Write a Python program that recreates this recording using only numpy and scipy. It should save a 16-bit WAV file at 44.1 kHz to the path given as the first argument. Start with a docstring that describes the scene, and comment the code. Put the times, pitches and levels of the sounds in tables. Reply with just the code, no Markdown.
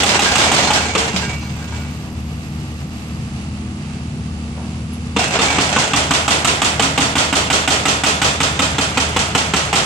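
"""Sharp hammer blows and rattling steel come first: an excavator is breaking a concrete road.
An oil-driven piston strikes a chisel, and each crack slaps back from the houses of a narrow street.
The loose steel housing rattles and rings most when the chisel is not pressed down firmly.
After a second the hammer rests while the boom moves, leaving the six-cylinder diesel with its fan,
pump and turbo whistle, and a little shifting rubble. About four seconds later the blows start again."""
import sys
import numpy as np
from scipy import signal
from scipy.fft import rfft, irfft, next_fast_len
from scipy.io import wavfile
from scipy.ndimage import uniform_filter1d, minimum_filter1d

SR = 44100
rng = np.random.default_rng(int(sys.argv[2]) if len(sys.argv) > 2 else 0)


def persist_wave(psi):
    """Save psi, clipped to +-1, as 16-bit WAV."""
    counts = np.round(np.clip(psi, -1, 1) * 32767).astype(np.int16)
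    wavfile.write(sys.argv[1], SR, np.atleast_2d(counts).T)


N = 434385
T = np.arange(N) / SR  # seconds since the start
AGE = np.arange(SR) / SR  # seconds since a hit

# Levels in the tables are relative: the functions set how loud each sound ends up.
# how often the engine fires, steady under load and wandering while the boom moves: t/s, f/Hz
FIRING_RATE = [(0.85, 77.7), (1.25, 76), (1.85, 79), (2.6, 78), (3.2, 78.9), (3.65, 81), (3.95, 80.3),
               (4.4, 78), (4.9, 80.2), (5.7, 77.2), (6.3, 77.7)]
# tones of the exhaust: multiple of the firing rate, level/dB
EXHAUST_TONES = [(1, 0), (3 / 2, -14), (11 / 6, -13), (2, -10), (4, -15)]
# tone colour of the engine's low rumble: f/Hz, level/dB
RUMBLE_COLOUR = [(25, -27), (40, -17), (55, -5), (90, -0.5), (148, 3.5), (172, -1.5), (225, -6), (265, -8),
                 (330, -13), (500, -18.5), (900, -44), (4000, -61)]
# tone colour of the engine's whir: f/Hz, level/dB
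WHIR_COLOUR = [(200, -27), (450, -7), (720, 6.5), (1030, 1.5), (1180, 4), (1600, -1.5), (2300, 0.5),
               (3500, -3.5), (8200, -10), (9300, -13), (11300, -22), (14000, -60)]
# hiss of oil in the main valves: f/Hz, width/Hz, boost/dB
OIL_PEAKS = [(1170, 36, 3.5), (2650, 70, 7), (2870, 91, 4.5), (4750, 130, 5)]
# hum of the pump's pistons, growing as the boom presses down: t/s, level/dB
PUMP_HUM = [(1.2, -33.5), (3.0, -32.5), (3.7, -30.5), (5.05, -29.5), (5.6, -48)]
# pitch of the turbo's whistle: t/s, f/Hz
TURBO_PITCH = [(1.05, 11100), (1.6, 12200), (2.35, 11350), (2.95, 11550), (4.0, 10130), (5.05, 10350)]
# when the hammer is held on, which softens the exhaust: start/s, stop/s
HAMMER_ON = [(0.031, 1.0), (5.162, 9.8)]
# rubble shifting while the boom moves: t/s, level/dB
RUBBLE_SHIFTS = [(2.063, -41), (4.57, -36.5)]
# broken bits of concrete knocking together: t/s, level/dB, f/Hz
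CHIP_KNOCKS = [(0.468, -13, 740), (0.585, -9, 560), (0.955, -15, 320), (0.963, -13, 876), (1.225, -18, 980),
               (1.312, -29, 910), (1.432, -27, 980), (1.613, -34, 1080), (1.723, -25, 930),
               (5.192, -9, 724), (5.214, -11, 716), (5.356, -16, 640), (5.778, -9, 1040)]
# notes of the steel chisel, housing and boom: f/Hz, level/dB, time to fade by 60 dB/s
STEEL_NOTES = [(185, -2, .25), (272, -5, .5), (453, -6, .4), (815, -1, .25), (1443, -5, .7), (1605, -1, .3),
               (2284, -2.5, .68), (2422, -11, .5), (2579, -9, .8), (2772, -2, .45), (3634, -7, .2),
               (4168, -4, .3), (4802, -12, .5), (6020, -11, .3), (6590, -7, .4)]
# the chisel jolts in its sleeve and rings the steel near one pitch; the row at 1.14 s is a thump of the boom:
# t/s, level/dB, f/Hz
CHISEL_JOLTS = [(0.262, -16, 1820), (.64, -18, 4200), (0.966, -8, 430), (1.14, -15, 186),
                (1.228, -21.5, 1770), (1.29, -24, 2200), (1.41, -28, 5100), (1.614, -37, 1770),
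                (1.725, -31, 1880), (5.168, -20, 3470), (5.199, -17, 3000), (5.39, -13.5, 3430),
                (5.479, -17.5, 2150), (5.585, -21, 4400), (5.762, -23, 6000), (6.812, -16, 270),
                (6.985, -16, 270)]
# chisel and housing knocking together; the first row, at the very start, is the street's echo of a blow struck
# just before: t/s, level/dB, treble/dB
HOUSING_KNOCKS = [(0.002, -10, 5), (0.091, -8.5, 6), (0.246, -3.5, 1), (0.319, -11, 5), (0.416, -1.5, -1),
                  (0.564, -3, 3), (0.735, -14, 11), (1.162, -10.5, 5), (5.34, -9.5, -21),
                  (5.355, -6.5, -18)]
# tone colour of one heavy clank: f/Hz, level/dB
CLANK_COLOUR = [(120, -9), (420, -0.5), (1200, -2.5), (2900, -2), (5200, -4), (14500, -38)]
# spells of rattling in the loose housing: start/s, stop/s, level/dB
RATTLE_SPELLS = [(0, 0.746, -16), (0.962, 1.238, -24), (1.45, 1.806, -35.5), (5.18, 5.846, -18.5),
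                 (5.9, 9.858, -28.5)]
# tone colour of that rattling: f/Hz, level/dB
RATTLE_COLOUR = [(120, -25), (190, 6.5), (280, 3.5), (464, 6), (824, 6.5), (1100, 2), (2690, 2), (4600, -6),
                 (8170, -6.5), (14500, -73)]
# pitches that the hammer's casing makes louder: f/Hz, width/Hz, boost/dB
CASING_PEAKS = [(273.5, 13, 6), (657, 15, 6.5), (1162, 26, 1), (1282, 170, 6.5), (1434, 104, 5.5),
                (2526, 28, 7), (2760, 25, 6), (3140, 690, 5), (3530, 110, 4)]
# tone colour of the street's echo: f/Hz, level/dB
ECHO_COLOUR = [(60, -14), (200, -1), (360, 1), (800, 3), (1000, 2), (1450, -3), (1900, 0.5), (3100, -2),
               (4500, -1), (8200, -4.5), (9500, -14), (11000, -18.5), (14000, -40)]
# tone colour of a blow's crack: f/Hz, level/dB
CRACK_COLOUR = [(60, -8), (130, 1.5), (250, 2.5), (420, -4), (560, -13), (750, 6), (1400, -4.5),
                (2000, -0.5), (2900, -1.5), (4500, -8.5), (8200, -3.5), (9500, -18), (14000, -25.5)]
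# how the chisel's seat on the concrete shapes a blow: t/s, crack treble/dB, thud level/dB
CHISEL_SEAT = [(0.55, -3, -19), (0.95, -18, -9), (5.16, -32, -4), (5.76, -20, -3.5), (6.15, -6, -28),
               (6.5, -2, -18), (6.85, -8.5, -2), (7.4, -5.5, -17), (8.1, -3.5, -22), (8.65, -7.5, -6.5)]
# hammer blows: t/s, force/dB, concrete knock f/Hz, knock level/dB, chisel ring f/Hz
HAMMER_BLOWS = [(0.0317, -5, 808, -12.5, 3420), (0.1911, -4, 810, -9.5, 2700.0),
                (0.3528, 0.5, 795, -23, 2700.0), (0.5144, -3, 810, -12.5, 3140),
                (0.7033, -4.5, 842, -7.5, 3090), (0.9499, -5.5, 860, -21, 2640),
                (5.1628, -7, 947, -18, 2750), (5.3878, -3.5, 1525, -28, 2700),
                (5.5822, -5.5, 746, -25, 2760), (5.7607, -5.5, 1490, -14, 2720),
                (5.933, -2, 880, -34, 2705.0), (6.1069, -2, 1187, -11, 2719.0),
                (6.2783, -1.5, 829, -15, 3350), (6.4453, -2, 1330, -13, 3007.0),
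                (6.6166, -2.5, 820, -19, 3410), (6.7948, -3, 810, -14, 3040),
                (6.9762, -2, 810, -14, 3074.0), (7.153, -1.3, 821.0, -20, 3413.0),
                (7.3253, -1.5, 1340, -18.7, 3103.0), (7.5, -1, 1490, -15, 3170),
                (7.6751, -1, 1460, -16, 3060), (7.8534, -2, 1300, -12, 2800),
                (8.0346, -1.3, 1470, -16, 2700), (8.2157, -2, 1480, -25, 2970), (8.402, -4, 830, -26, 3550),
                (8.591, -4, 872.0, -31, 3640), (8.7818, -5, 844, -24, 3448.0), (8.9718, -5, 843, -25, 2490),
                (9.1622, -5, 885, -29, 3429.0), (9.3487, -4.5, 1430, -21, 2998.0),
                (9.5355, -4.5, 1355, -16, 3100), (9.7277, -1.5, 808, -12, 3250)]
# how alike the street sounds on the left and right: f/Hz, likeness (1 = the same)
STEREO_LIKENESS = [(30, 0.99), (80, 0.93), (170, 1), (500, 0.87), (800, 1), (1400, 0.29), (3000, 0.047),
                   (10000, 0.019)]
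# how much louder the left side is than the right: f/Hz, level/dB
LEFT_OVER_RIGHT = [(100, 1), (350, -0.5), (700, 1), (1300, 0), (2400, -3.5), (4300, -3.5), (8000, -10),
                   (9500, -0.5), (11500, 5.5), (14500, 10)]


def from_db(db):
    """Turn decibels into a factor to multiply by."""
    return 10 ** (np.asarray(db) / 20)


def rms_one(x):
    """Scale a sound so that its average strength (rms) is 1."""
    return x / np.sqrt(np.mean(x ** 2) + 1e-20)


def in_time(rows):
    """Join a table's points with straight lines, giving one curve per column after the time."""
    times, *columns = np.transpose(rows)
    return [np.interp(T, times, column) for column in columns]


def at_hz(points, hz):
    """Read a table at any frequency, giving each octave equal room."""
    f, value = np.transpose(points)
    return np.interp(np.log(hz + 1e-3), np.log(f), value)


def drift(rate):
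    """A random wobble of strength 1 that takes `rate` turns a second."""
    points = rng.standard_normal(int(T[-1] * rate) + 2)
    return rms_one(np.interp(T * rate, np.arange(len(points)), points))


def filtered(x, hz, band="low", order=2):
    """Keep the low part, the high part or a band of a sound."""
    return signal.sosfilt(signal.butter(order, hz, band, fs=SR, output="sos"), x)


def add(out, t, sound):
    """Mix a sound in at t seconds."""
    start = round(t * SR)
    part = sound[..., :N - start]
    out[..., start:start + part.shape[-1]] += part


def noise(colour, size, lag_ms, focus, peaks=()):
    """Coloured stereo noise; focus draws it to one point, and the right side comes lag_ms later."""
    n = next_fast_len(size)
    hz = np.arange(n // 2 + 1) * SR / n
    boost_db = sum(db / (1 + (2 * (hz - f) / width) ** 2) for f, width, db in peaks)
    alike = np.clip(at_hz(STEREO_LIKENESS, hz), 0, 1)
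    alike += focus * (1 - alike)
    mid, side = rfft(rng.standard_normal((2, n)))
    pair = np.sqrt(1 + alike) * mid + np.sqrt(1 - alike) * side * [[1], [-1]]
    pair[1] *= np.exp(-2j * np.pi * hz * lag_ms / 1000)
    return rms_one(irfft(pair * from_db(at_hz(colour, hz) + boost_db), n)[:, :size])


def clicks(times, level_db):
    """One tiny click for each contact."""
    out = np.zeros(N)
    out[np.clip(np.round(times * SR).astype(int), 0, N - 1)] = from_db(level_db)
    return out


def struck(hz, decay_s, rise_s=0.0012):
    """One note of a struck object: it builds quickly, then dies away."""
    age = AGE[:SR // 3]
    envelope = np.minimum(age / rise_s, 1) * np.exp(-age / decay_s)
    return envelope * np.sin(2 * np.pi * hz * age + rng.uniform(0, 2 * np.pi))


def ring_after_hits(hits, colour, envelope, repeat, lag_ms, focus):
    """Noisy ringing after each hit: the share `repeat` is always the same, the rest is new."""
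    pattern = envelope * noise(colour, SR, lag_ms, focus)
    same = signal.oaconvolve(hits[None], pattern, axes=1)[:, :N]
    power = np.maximum(signal.oaconvolve(hits ** 2, envelope ** 2)[:N], 0)
    return np.sqrt(repeat) * same + np.sqrt((1 - repeat) * power) * noise(colour, N, lag_ms, focus)


def ring_after_blows(blows, colour, envelope, memory, lag_ms, focus, size=SR // 2):
    """Noisy ringing that changes as the chisel sinks; memory is how much each blow is like the last."""
    fresh = noise(colour, size * (len(blows) + 1), lag_ms, focus, CASING_PEAKS).reshape(2, -1, size)
    out, pattern = np.zeros((2, N)), fresh[:, -1]
    for k, (t, force_db) in enumerate(blows[:, :2]):
        pattern = memory * pattern + np.sqrt(1 - memory ** 2) * fresh[:, k]
        add(out, t, from_db(force_db) * envelope[:size] * pattern)
    return out


def set_treble(x, times, treble_db, corner_hz):
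    """Turn the treble up or down anew at each contact."""
    low = filtered(x, corner_hz, order=1)
    latest_hit = np.maximum(np.searchsorted(times, T, side="right") - 1, 0)
    return low + (x - low) * from_db(treble_db[latest_hit])


def turbo():
    """The turbo spins with the engine's load and gives a soft, breathy whistle."""
    whistle_hz, = in_time(TURBO_PITCH)
    breath = rms_one(filtered(rng.standard_normal(N), 130))
    return from_db(-57.5) * breath * np.sin(2 * np.pi * np.cumsum(whistle_hz) / SR)


def diesel(normal_hz=78, fan_db_per_hz=1.9, blades_per_firing=2.563, hammer_dip_db=2):
    """Exhaust, fan and pump tones follow the engine's speed, over a rumble and a pulsing whir."""
    firing_hz, = in_time(FIRING_RATE)
    turbo_hz, = in_time(TURBO_PITCH)
    pump_db, = in_time(PUMP_HUM)
    phase = 2 * np.pi * np.cumsum(firing_hz) / SR
    hammer_on = sum(1.0 * (T > start) * (T < stop) for start, stop in HAMMER_ON)
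    tones = sum(from_db(db + 1.5 * drift(8.6)) * np.sin(multiple * phase + rng.uniform(0, 2 * np.pi))
                for multiple, db in EXHAUST_TONES)
    exhaust = from_db(-27 - hammer_dip_db * uniform_filter1d(hammer_on, SR // 2)) * tones
    fan = from_db(-34 + fan_db_per_hz * (firing_hz - normal_hz)) * np.sin(blades_per_firing * phase)
    pump = from_db(pump_db) * np.sin(3 * phase)
    rumble = from_db(-28.5 + 0.82 * drift(25)) * noise(RUMBLE_COLOUR, N, lag_ms=0.15, focus=0.02)
    whir_db = -37.5 + 0.65 * (turbo_hz - TURBO_PITCH[0][1]) / 1000  # louder as the turbo speeds up
    whir_gain = from_db(whir_db + 1.06 * drift(16)) * (1 + 0.097 * np.sin(phase))
    whir = whir_gain * noise(WHIR_COLOUR, N, lag_ms=0.21, focus=0.049, peaks=OIL_PEAKS)
    return exhaust + fan + pump + rumble + whir


def rubble(band_hz, decay_s):
    """Broken pieces shift and knock dully against each other."""
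    times, level_db = np.transpose(RUBBLE_SHIFTS)
    envelope = signal.oaconvolve(clicks(times, level_db), np.exp(-AGE / decay_s))[:N]
    return envelope * rms_one(filtered(rng.standard_normal(N), band_hz, "band"))


def chips(decay_s, extra_db):
    """Each bit of concrete gives a stony knock: one note, plus two softer ones that die sooner."""
    out = np.zeros(N)
    for t, db, hz in CHIP_KNOCKS:
        extra_notes = struck(hz, decay_s / 2) + struck(1.3 * hz, decay_s / 2)
        add(out, t, from_db(db) * (struck(hz, decay_s) + from_db(extra_db) * extra_notes))
    return out


def valve(blows, squeak_hz, delay_s, rise_s, decay_s, early_opening_s=4.925):
    """Oil squeaks through a valve as the piston lifts after each blow, and once before the restart."""
    times = np.append(blows[:, 0] + delay_s, early_opening_s)
    envelope = np.minimum(AGE / rise_s, 1) * np.exp(-AGE / decay_s)
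    opening = signal.oaconvolve(clicks(times, 0), envelope)[:N]
    return from_db(-36) * opening * np.sin(2 * np.pi * np.cumsum(squeak_hz + 150 * drift(900)) / SR)


def steel(contacts):
    """A jolt rings the steel's notes near its pitch, rattling rings them all; echoes make them waver."""
    times, jolt_db, centre_hz = np.transpose(CHISEL_JOLTS)
    soften = np.exp(-1 / (0.00067 * SR))  # rounds off the start of each ring
    out = np.zeros((2, N))
    for hz, level_db, fade_s in STEEL_NOTES:
        jolts = clicks(times, jolt_db - 70 * np.log2(hz / centre_hz) ** 2)
        push = jolts + contacts * rng.standard_normal(N) + 1e-18
        step = np.exp((-np.log(1000) / fade_s + 2j * np.pi * hz) / SR)  # fade and swing per sample
        ring = signal.lfilter([from_db(level_db)], [1, -step], push)
        ring = signal.lfilter([1 - soften], [1, -soften * step], ring)
        out += [(ring * (1 + 0.42 * (drift(45) + 1j * drift(45)))).real for side in range(2)]
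    return out


def housing(contacts_per_s=140, settle_db_per_s=58):
    """Loose steel clanks, and rattles in spells of small contacts that the street blurs into a wash."""
    times, level_db, treble_db = np.transpose(HOUSING_KNOCKS)
    knocks = clicks(times, level_db)
    clank_fade = np.exp(-AGE / 0.02) + from_db(-5.5) * np.exp(-AGE / 0.11)
    clank = ring_after_hits(knocks, CLANK_COLOUR, clank_fade, repeat=0.76, lag_ms=0.1, focus=0.16)
    clank = set_treble(clank, times, treble_db, corner_hz=3520)
    shaking = np.max([(T >= start) * from_db(db - settle_db_per_s * np.maximum(T - stop, 0))
                      for start, stop, db in RATTLE_SPELLS], axis=0)
    contacts = (rng.random(N) < contacts_per_s / SR) * shaking * from_db(2 * rng.standard_normal(N))
    rattle_fade = np.exp(-AGE / 0.018) + from_db(-19.5) * np.exp(-AGE / 0.017)
    rattle = ring_after_hits(contacts, RATTLE_COLOUR, rattle_fade, repeat=0.75, lag_ms=0.12, focus=0.06)
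    wash = from_db(-19.5) * shaking * noise(ECHO_COLOUR, N, lag_ms=0.223, focus=0.05, peaks=CASING_PEAKS)
    return from_db(-11) * clank + from_db(-2.5) * rattle + wash + steel(from_db(-22.5) * contacts)


def street_echo(blows, split_hz=2660):
    """Each blow slaps back from the house fronts; the treble returns first and dies first."""
    out = 0
    for band, delay_s, fade_s in (("low", 0.0281, 0.74), ("high", 0.025, 0.46)):
        since = np.maximum(AGE - delay_s, 0)
        envelope = np.minimum(since / 0.0053, 1) * np.exp(-np.log(1000) * since / fade_s)
        wash = ring_after_blows(blows, ECHO_COLOUR, envelope, memory=0.62, lag_ms=0.282, focus=0.06)
        out += filtered(wash, split_hz, band)
    return out


def chisel_on_concrete(blows, slab_hz=259.5, clink_notes=6):
    """The slab thuds, the piece under the chisel knocks, and the chisel rings and clinks."""
    out = np.zeros((2, N))
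    _, thud_db = in_time(CHISEL_SEAT)
    for t, force_db, knock_hz, knock_db, ring_hz in blows:
        slab = sum(struck(slab_hz * ratio * (1 + 0.094 * rng.standard_normal()), 0.011, rise_s=0.003)
                   for ratio in (0.76, 1.05, 1.8))
        thud = from_db(thud_db[round(t * SR)] - 7.5) * slab
        clink_hz = np.exp(rng.uniform(np.log(1000), np.log(4600), clink_notes))
        clink = np.array([sum(struck(hz, decay_s=0.015) for hz in clink_hz) for side in range(2)])
        knock = from_db(knock_db + 3) * struck(knock_hz, decay_s=0.015)
        ring = from_db(-14) * struck(ring_hz, decay_s=0.012)
        add(out, t, thud + knock + ring + from_db(force_db - 18.5) * clink)
    return out


def hammer(blows):
    """The piston drives the chisel into the road: a hard crack, a short ring of the casing, an echo."""
    times = blows[:, 0]
    seat_times, treble_db, _ = np.transpose(CHISEL_SEAT)
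    fade = np.exp(-(AGE / 0.015) ** 2) + from_db(-5.5) * np.exp(-AGE / 0.052)
    envelope = np.minimum(AGE / 0.0022, 1) * fade
    crack = ring_after_blows(blows, CRACK_COLOUR, envelope, memory=0.82, lag_ms=0, focus=0.53)
    crack = set_treble(crack, times, np.interp(times, seat_times, treble_db), corner_hz=2970)
    return from_db(-7) * crack + from_db(-9) * street_echo(blows) + chisel_on_concrete(blows)


def scene():
    """The whole machine at work, a little way up the street."""
    blows = np.array(HAMMER_BLOWS)
    breaker = hammer(blows) + housing()
    squeaks = valve(blows, squeak_hz=11000, delay_s=0.11, rise_s=0.0089, decay_s=0.02)
    stones = chips(decay_s=0.0071, extra_db=-12) + rubble(band_hz=[450, 1000], decay_s=0.12)
    return breaker + squeaks + stones + diesel() + turbo()


def limiter(x, ceiling_db=-0.8, ahead_s=0.0085):
    """Turn the sound down just before a peak would pass the ceiling, and back up just after."""
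    gain_db = np.minimum(ceiling_db - 20 * np.log10(np.abs(x).max(axis=0) + 1e-9), 0)
    width = int(2 * ahead_s * SR)
    return x * from_db(uniform_filter1d(minimum_filter1d(gain_db, width), width // 2))


def record(dry):
    """Give each side its own tone colour, cut the deepest bass, tame the peaks and cut the very top."""
    lowest_hz, highest_hz = 26, 14400
    n = next_fast_len(N + SR // 10)
    hz = np.arange(n // 2 + 1) * SR / n
    side_db = at_hz(LEFT_OVER_RIGHT, hz) * [[0.5], [-0.5]]
    heard = irfft(rfft(dry, n) * from_db(side_db), n)[:, :N]
    heard = limiter(filtered(heard, lowest_hz, "high"))
    return signal.sosfilt(signal.ellip(10, 0.2, 80, highest_hz, fs=SR, output="sos"), heard)


dry = scene()
out = record(dry)
persist_wave(out)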